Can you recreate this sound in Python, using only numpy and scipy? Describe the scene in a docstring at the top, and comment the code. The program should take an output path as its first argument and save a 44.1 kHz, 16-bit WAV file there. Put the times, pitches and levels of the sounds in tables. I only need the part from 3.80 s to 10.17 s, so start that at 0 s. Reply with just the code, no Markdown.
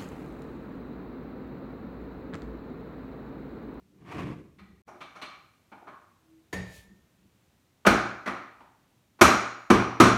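"""A hammer drives a screwdriver against a nail inside a wooden kitchen cabinet: each contact sends a click
through tuned resonances of box, panels, handle and steel, followed by echoes in the cabinet and the kitchen.
Before the blows, something slides on the shelf (uneven noise), light taps set the tip, and a steel tool is
put down (ringing tones and a knock). Soft noises of cloth and floor, room tone and one low hum lie behind.
The level dips briefly to near silence just after one second and comes back higher."""
import sys
import numpy as np
from scipy import signal
from scipy.fft import rfft, irfft, next_fast_len
from scipy.io import wavfile
from scipy.ndimage import map_coordinates

SR = 44100
rng = np.random.default_rng(int(sys.argv[2]) if len(sys.argv) > 2 else 0)


def gain_from_db(level_db):
    """Convert decibel levels to linear amplitude factors (20 dB per decade)."""
    decades = np.asarray(level_db, float) / 20
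    return 10 ** decades


def store_pcm(level_fs):
    """Save levels as 16-bit WAV."""
    pcm = np.round(np.clip(level_fs, -1, 1) * 32767).astype(np.int16)
    wavfile.write(sys.argv[1], SR, np.atleast_2d(pcm).T)


N = 280917  # length in samples

# All table levels are relative: later steps scale the sounds further.
# room tone and microphone hiss: f/Hz, level/dB per Hz
AIR_TONE = [(15, -41), (25, -9), (55, -1), (103, 2), (349, -7), (433, -11.5), (1470, -18), (2270, -19),
            (4020, -21.5), (4860, -24.5), (5880, -23.5), (9080, -27), (10400, -28.5), (15200, -28),
            (16500, -44)]
AIR_DB = -72
# a soft tone that swells once: t/s at full level, level/dB, hold/s, rise/s and fall/s per 20 dB
HUM_SWELL = (2.53, -63, .05, .12, .11)
HUM_HZ = 322

# cloth brushing past: t/s at full level, level/dB, hold/s, rise/s and fall/s per 20 dB
BRUSH_SWELL = (2.95, -61, .03, .15, .11)
# colour of the cloth noise: f/Hz, level/dB per Hz
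BRUSH_TONE = [(900, -120), (2200, 3), (8000, -4), (12000, -6.5), (15000, -12), (16500, -16)]
# weight shifting on the floor: t/s at full level, level/dB
SHIFTS = [(0.0, -63), (.71, -62), (.81, -58), (.92, -63), (3.085, -60), (3.43, -68)]
# colour of the floor noise: f/Hz, level/dB per Hz
SHIFT_TONE = [(18, -47), (30, -13), (64, 1.5), (156, -9.5), (195, 6.5), (238, -13.5), (347, -10),
              (500, -23.5), (650, -52.5), (1100, -120)]
SHIFT_HOLD_S, SHIFT_RISE_S, SHIFT_FALL_S = .03, .08, .22  # rise and fall per 20 dB

# colour of the slide's low rumble: f/Hz, level/dB per Hz
SLIDE_RUMBLE_TONE = [(18, -47), (30, -6), (86, -1), (187, 2.5), (246, -6), (294, 3), (600, -17), (780, -40),
                     (1320, -120)]
# colour of the slide's rasp: f/Hz, level/dB per Hz
SLIDE_RASP_TONE = [(290, -28), (500, -9), (553, -18), (718, -4), (784, -11), (1180, -3.5), (1280, -12.5),
                   (2390, -13), (3920, -27), (6420, -34), (16000, -49)]
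# rise and fall of the rumble: t/s at full level, level/dB, hold/s, rise/s and fall/s per 20 dB
RUMBLE_SWELL = (.41, -36, .05, .18, .22)
# rise and fall of the rasp: t/s at full level, level/dB, hold/s, rise/s and fall/s per 20 dB
RASP_SWELL = (.32, -44, .12, .08, .17)

# ringing tones of the loose steel tool: f/Hz, level/dB, time to fall 60 dB/s
TOOL_MODES = [(184, 1.5, .4), (1777, -15, .55), (1827, -16, .5), (3779, -27, .3), (4581, -31, 0.25),
              (6751, -24, 0.55), (9109, -31, 0.24), (9300, -33, 0.29)]
# the tool lands: t/s, ring level/dB, knock level/dB, thump level/dB
TOOL_DOWN = (2.728, -31, -11, -38)
# resonances of the hollow counter: f/Hz, width/Hz, level/dB
COUNTER = [(270, 80, 5), (430, 90, 4), (570, 100, 0), (915, 150, -8), (1830, 130, 1.5), (2250, 300, -8),
           (2900, 700, -17), (3800, 300, -14), (4600, 300, -15), (6500, 2500, -21), (12000, 6000, -25)]

# how long the kitchen's echoes last: f/Hz, time to fall 60 dB/s
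KITCHEN_DECAY = [(150, 0.46), (400, 0.54), (800, 0.67), (1300, 0.69), (2400, .66), (3200, 0.58),
                 (4200, .64), (6500, .55), (8000, .44), (10500, .36), (13000, .3), (16000, .25)]
# standing waves of the kitchen: f/Hz, level/dB, time to fall 60 dB/s
ROOM_MODES = [(117.9, -1.5, .65), (195, -2.5, .5), (247.8, -3, .4), (297.4, -3, 0.22)]
# shudder of the cabinet's carcass: f/Hz, level/dB per Hz
THUMP_TONE = [(20, -40), (45, -8), (65, 0), (100, -6), (150, -12), (250, -40), (500, -120)]

# resonances of the hollow cabinet: f/Hz, width/Hz, level/dB
BOX = [(201, 39.4, -1.5), (267.8, 47, 0), (354.7, 52.4, 1.5), (452, 52.5, -7)]
# resonances of shelf and walls: f/Hz, width before damping/Hz, level/dB
PANEL = [(620, 110, -6.5), (790, 68, -5.5), (1057, 110, -8), (1241, 90, -2.5), (1440, 162, -5),
         (1665, 250, -14), (2250, 500, -13)]
# resonances of handle and shaft: f/Hz, width before damping/Hz, level/dB
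EDGE = [(1880, 200, -9), (2314, 200, 5), (2700, 400, -6), (3050, 400, -5.5), (3536, 370, -6),
        (4156, 350, -5)]
# resonances of steel on steel: f/Hz, width before damping/Hz, level/dB
CRACK = [(4870, 1400, -4), (5800, 600, 1.5), (6500, 830, -3), (8300, 1200, -6.5), (10000, 1280, -8.5),
         (11700, 1200, -10), (14380, 3000, -15)]
# ringing tones of the hammer head: f/Hz, level/dB, time to fall 60 dB/s
HAMMER_MODES = [(4070, -4, 0.056), (5790, -5, .15), (6760, -15, .65), (8200, -9, .14), (10050, -10, .15),
                (11830, -23.5, .15)]
# light taps that set the tip:
# t/s, panel level/dB, pitch of the struck spot f/Hz, edge level/dB re panel, steel crack level/dB re panel
TAPS = [(0.786, -45, 1950, -5, -22), (1.078, -38.5, 830, -20, -20.5), (1.143, -45, 700, -35, -45),
        (1.207, -36.5, 1200, -3, -20), (1.355, -37.5, 1220, -9, -20.5), (1.416, -32.5, 1180, -1, -17),
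        (1.918, -39, 880, -15, -42), (2.018, -49, 720, -27, -33), (2.071, -35, 1090, -21, -36)]
# hammer contacts, with the grazes before and the rebounds after the blows:
# t/s, panel level/dB, pitch of the struck spot f/Hz, box boom level/dB re panel, crack level/dB re panel
BLOWS = [(4.051, -18.5, 1300, -10, -30), (4.065, -6, 1440, 0, -17), (4.460, -27, 1950, -9, -22),
         (4.473, -21.5, 1150, -6.5, -26), (4.805, -44, 907, -8, -34), (5.39, -41, 1143, -8, -24),
         (5.412, -1.5, 1234, -4.5, -12), (5.902, -7.5, 1160, 2.5, -18), (6.201, -3, 1240, 1, -15),
         (6.254, -15.5, 1420, -9, -26)]
TAP_BOOM_DB, BOOM_DB_PER_OCTAVE = -4, -11  # boom re panel at an 800 Hz spot; lower spots boom more
BLOW_EDGE_DB, EDGE_PER_CRACK = -5.5, .3  # the shaft rings more as the contact gets harder
TAP_SWELL_S, BLOW_SWELL_S = .008, .005  # how slowly the echoes inside the cabinet build and fade
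TAP_DAMPING, BLOW_DAMPING = .6, 1.2  # widths times this: a firm grip under the blows damps them
SPOT_SCATTER_DB = 1.8  # every contact stirs the resonances in new proportions

DIP_S, DIP_LENGTH_S, DIP_DB = 1.022, .028, -35
FADE_OUT_S, FADE_IN_S = .004, .022
GAIN_BEFORE_DB, GAIN_AFTER_DB = 2.5, 5  # before and after the dip


def unit(x):
    """Scaled to rms 1."""
    return x / np.sqrt(np.mean(x ** 2) + 1e-20)


def energy(x):
    """Scaled so that the squares add up to 1."""
    return x / np.linalg.norm(x)


def along(points, hz):
    """Reads between (frequency, value) points on a log frequency axis."""
    f, v = np.transpose(points)
    return np.interp(np.log(hz + 1), np.log(f + 1), v)


def filtered(x, response):
    """Multiplies each frequency in x by a complex response."""
    m = next_fast_len(len(x) + 8192)  # spare room at the end for the filter's tail
    hz = np.fft.rfftfreq(m, 1 / SR)
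    return irfft(rfft(x, m) * response(hz), m)[:len(x)]


def noise(spectrum, size=N):
    """Random noise coloured by a spectrum, at rms 1."""
    white = rng.standard_normal(size)
    return unit(filtered(white, lambda hz: gain_from_db(along(spectrum, hz))))


def wobble(rate):
    """A smooth random curve with this many random knots a second."""
    knots = rng.standard_normal(int(N * rate / SR) + 4)
    return map_coordinates(knots, [np.arange(N) * rate / SR])


def swell(s, db, hold_s, rise_s, fall_s):
    """Gain that climbs 20 dB in rise_s, holds, then sinks 20 dB in fall_s."""
    t = np.arange(N) / SR - s
    steps_down = np.maximum(-t / rise_s, (t - hold_s) / fall_s)
    return gain_from_db(db - 20 * np.maximum(steps_down, 0))


def ring(modes, t, scatter_db):
    """Freely ringing tones that die away, each struck at a slightly random strength."""
    total = 0
    for hz, db, t60 in modes:
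        fading = gain_from_db(db + scatter_db * rng.normal() - 60 * t / t60)
        total = total + fading * np.sin(2 * np.pi * hz * t)
    return total


def body(peaks, top_hz, damping=1, scatter_db=0):
    """Power per Hz (sum 1) of a set of resonances, falling steeply above top_hz."""
    f = np.arange(SR // 2 + 1)
    centre, width, db = np.transpose(peaks)[..., None]
    db = db + scatter_db * rng.standard_normal(db.shape)
    friction = f * width * damping
    peak = gain_from_db(db) * friction / (centre * centre - f * f + 1j * friction)
    power = (abs(peak) ** 2).sum(0) / (1 + (f / top_hz) ** 2) ** 2
    return power / power.sum()


def struck(power):
    """One second of response to a click: it has this power spectrum and starts at once (minimum phase)."""
    cepstrum = irfft(np.log(power + 1e-16) / 2)
    # folding the negative-time half onto the positive half lets nothing sound before the click
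    cepstrum[1:SR // 2] *= 2
    cepstrum[SR // 2 + 1:] = 0
    return irfft(np.exp(rfft(cepstrum))) * SR / np.sqrt(2 * SR)


def thump(t, t60):
    """Low shudder made of noise: it builds over a few hundredths of a second and dies unevenly."""
    return (1 - np.exp(-t / .02)) * gain_from_db(-60 * t / t60) * noise(THUMP_TONE, size=len(t))


def kitchen(x, build_s):
    """Random kitchen echoes that build up, each frequency dying at its own speed."""
    hz, t, z = signal.stft(rng.standard_normal(len(x)), SR, nperseg=256)
    fading = gain_from_db(-60 * t / along(KITCHEN_DECAY, hz)[:, None])
    tail = signal.istft(z * fading, SR, nperseg=256)[1][:len(x)]
    tail = tail * (1 - np.exp(-np.arange(len(tail)) / SR / build_s))
    return signal.fftconvolve(x, energy(tail))[:len(x)]


def rattled(knock, t, swell_s, wet_db):
    """A knock heard directly, spread by dense echoes inside the cabinet and carried on by the kitchen."""
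    echoes = energy(t * np.exp(-t / swell_s) * rng.standard_normal(len(t)))
    inside = signal.fftconvolve(knock, echoes)[:len(t)]
    return gain_from_db(-14) * knock + inside + gain_from_db(wet_db) * kitchen(knock, build_s=.8 * swell_s)


def air():
    """Room tone as slightly unsteady noise, and one soft swell of a low sine tone."""
    sine = np.sin(2 * np.pi * HUM_HZ * np.arange(N) / SR)
    hum = np.sqrt(2) * swell(*HUM_SWELL) * sine
    return gain_from_db(AIR_DB + 0.27 * wobble(13)) * noise(AIR_TONE) + hum


def movement():
    """Cloth brushes past and the floor takes the worker's weight: swells of coloured noise."""
    weight = sum(swell(s, db, SHIFT_HOLD_S, SHIFT_RISE_S, SHIFT_FALL_S) for s, db in SHIFTS)
    return swell(*BRUSH_SWELL) * noise(BRUSH_TONE) + weight * noise(SHIFT_TONE)


def slide():
    """Something slides over the shelf: an uneven rasp and a separately wavering low rumble."""
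    wavering = gain_from_db(1.5 * wobble(30.2))
    rumble = unit(wavering * noise(SLIDE_RUMBLE_TONE))
    unevenness = gain_from_db(1.8 * wobble(60) + 1.3 * wobble(400))
    rasp = unit(unevenness * noise(SLIDE_RASP_TONE))
    return swell(*RUMBLE_SWELL) * rumble + swell(*RASP_SWELL) * rasp


def tool():
    """A loose steel tool lands on the hollow counter; each of its tones swells over a few cycles, then rings."""
    out, t = np.zeros(N + SR), np.arange(SR) / SR
    s, ring_db, knock_db, thump_db = TOOL_DOWN
    rings = sum((1 - np.exp(-t * mode[0] / 7)) * ring([mode], t, scatter_db=1.5) for mode in TOOL_MODES)
    rings = rings + gain_from_db(-5) * kitchen(rings, build_s=.004)
    knock = rattled(struck(body(COUNTER, top_hz=15000)), t, .005, wet_db=.7)
    sound = gain_from_db(ring_db) * rings + gain_from_db(knock_db) * knock + gain_from_db(thump_db) * thump(t, t60=.7)
    out[round(s * SR):][:SR] = sound
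    return out[:N]


def contact(s_db, spot_hz, boom_db, edge_db, crack_db, swell_s, damping):
    """One contact knocks box, panels, handle and hammer head, and shakes the carcass and the room's air."""
    t = np.arange(SR) / SR
    loose = dict(damping=damping, scatter_db=SPOT_SCATTER_DB)
    boom = body(BOX, top_hz=500)
    # wood passes little treble, steel passes much more
    panel = body(PANEL + [(spot_hz, 180, 1.5)], top_hz=2050, **loose)
    edge = body(EDGE, top_hz=5150, **loose)
    crack = body(CRACK, top_hz=13980, **loose)
    power = panel + gain_from_db(boom_db) ** 2 * boom + gain_from_db(edge_db) ** 2 * edge + gain_from_db(crack_db) ** 2 * crack
    hammer = energy(ring(HAMMER_MODES, t, scatter_db=3))
    knock = struck(power) + gain_from_db(crack_db - 11) * hammer
    # standing waves need a few crossings of the room to build
    standing = (1 - np.exp(-t / 0.03)) * ring(ROOM_MODES, t, scatter_db=3.0)
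    # harder contacts bring proportionally more of the low shaking
    low = gain_from_db(boom_db - 35 + 0.21 * s_db) * (standing + gain_from_db(-1.5) * thump(t, t60=.45))
    spread = gain_from_db(s_db + 14.5)  # echoes spread the knock's energy over tens of milliseconds
    return spread * (rattled(knock, t, swell_s, wet_db=.6) + low)


def contacts():
    """The light taps and the hammer blows, each placed at its time."""
    out = np.zeros(N + SR)
    for s, db, spot_hz, edge_db, crack_db in TAPS:
        boom_db = TAP_BOOM_DB + BOOM_DB_PER_OCTAVE * np.log2(spot_hz / 800)
        tap = contact(db, spot_hz, boom_db, edge_db, crack_db, TAP_SWELL_S, TAP_DAMPING)
        out[round(s * SR):][:SR] += tap
    for s, db, spot_hz, boom_db, crack_db in BLOWS:
        edge_db = BLOW_EDGE_DB + EDGE_PER_CRACK * crack_db
        blow = contact(db, spot_hz, boom_db, edge_db, crack_db, BLOW_SWELL_S, BLOW_DAMPING)
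        out[round(s * SR):][:SR] += blow
    return out[:N]


def scene():
    """Everything in the kitchen, heard by one microphone."""
    return (air() + movement() + slide() + tool() + contacts())[None]


def band_limit(x):
    """A steep low-pass at the top of the band."""
    return signal.sosfilt(signal.butter(12, 16300, fs=SR, output="sos"), x)


def record(dry):
    """The microphone loses the deepest bass, the level dips briefly, and the loudest peaks are rounded off."""
    x = filtered(dry[0], lambda hz: (1j * hz / (45 + 1j * hz)) ** 2)[None]  # two bass cuts at 45 Hz
    s = DIP_S + np.array([-FADE_OUT_S, 0, DIP_LENGTH_S, DIP_LENGTH_S + FADE_IN_S])
    db = [GAIN_BEFORE_DB, DIP_DB, DIP_DB, GAIN_AFTER_DB]
    x = x * gain_from_db(np.interp(np.arange(N) / SR, s, db))
    x = x / (1 + np.abs(x / .97) ** 6) ** (1 / 6)  # bends smoothly towards a ceiling of 0.97
    return band_limit(x)


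dry = scene()
out = record(dry)
store_pcm(out)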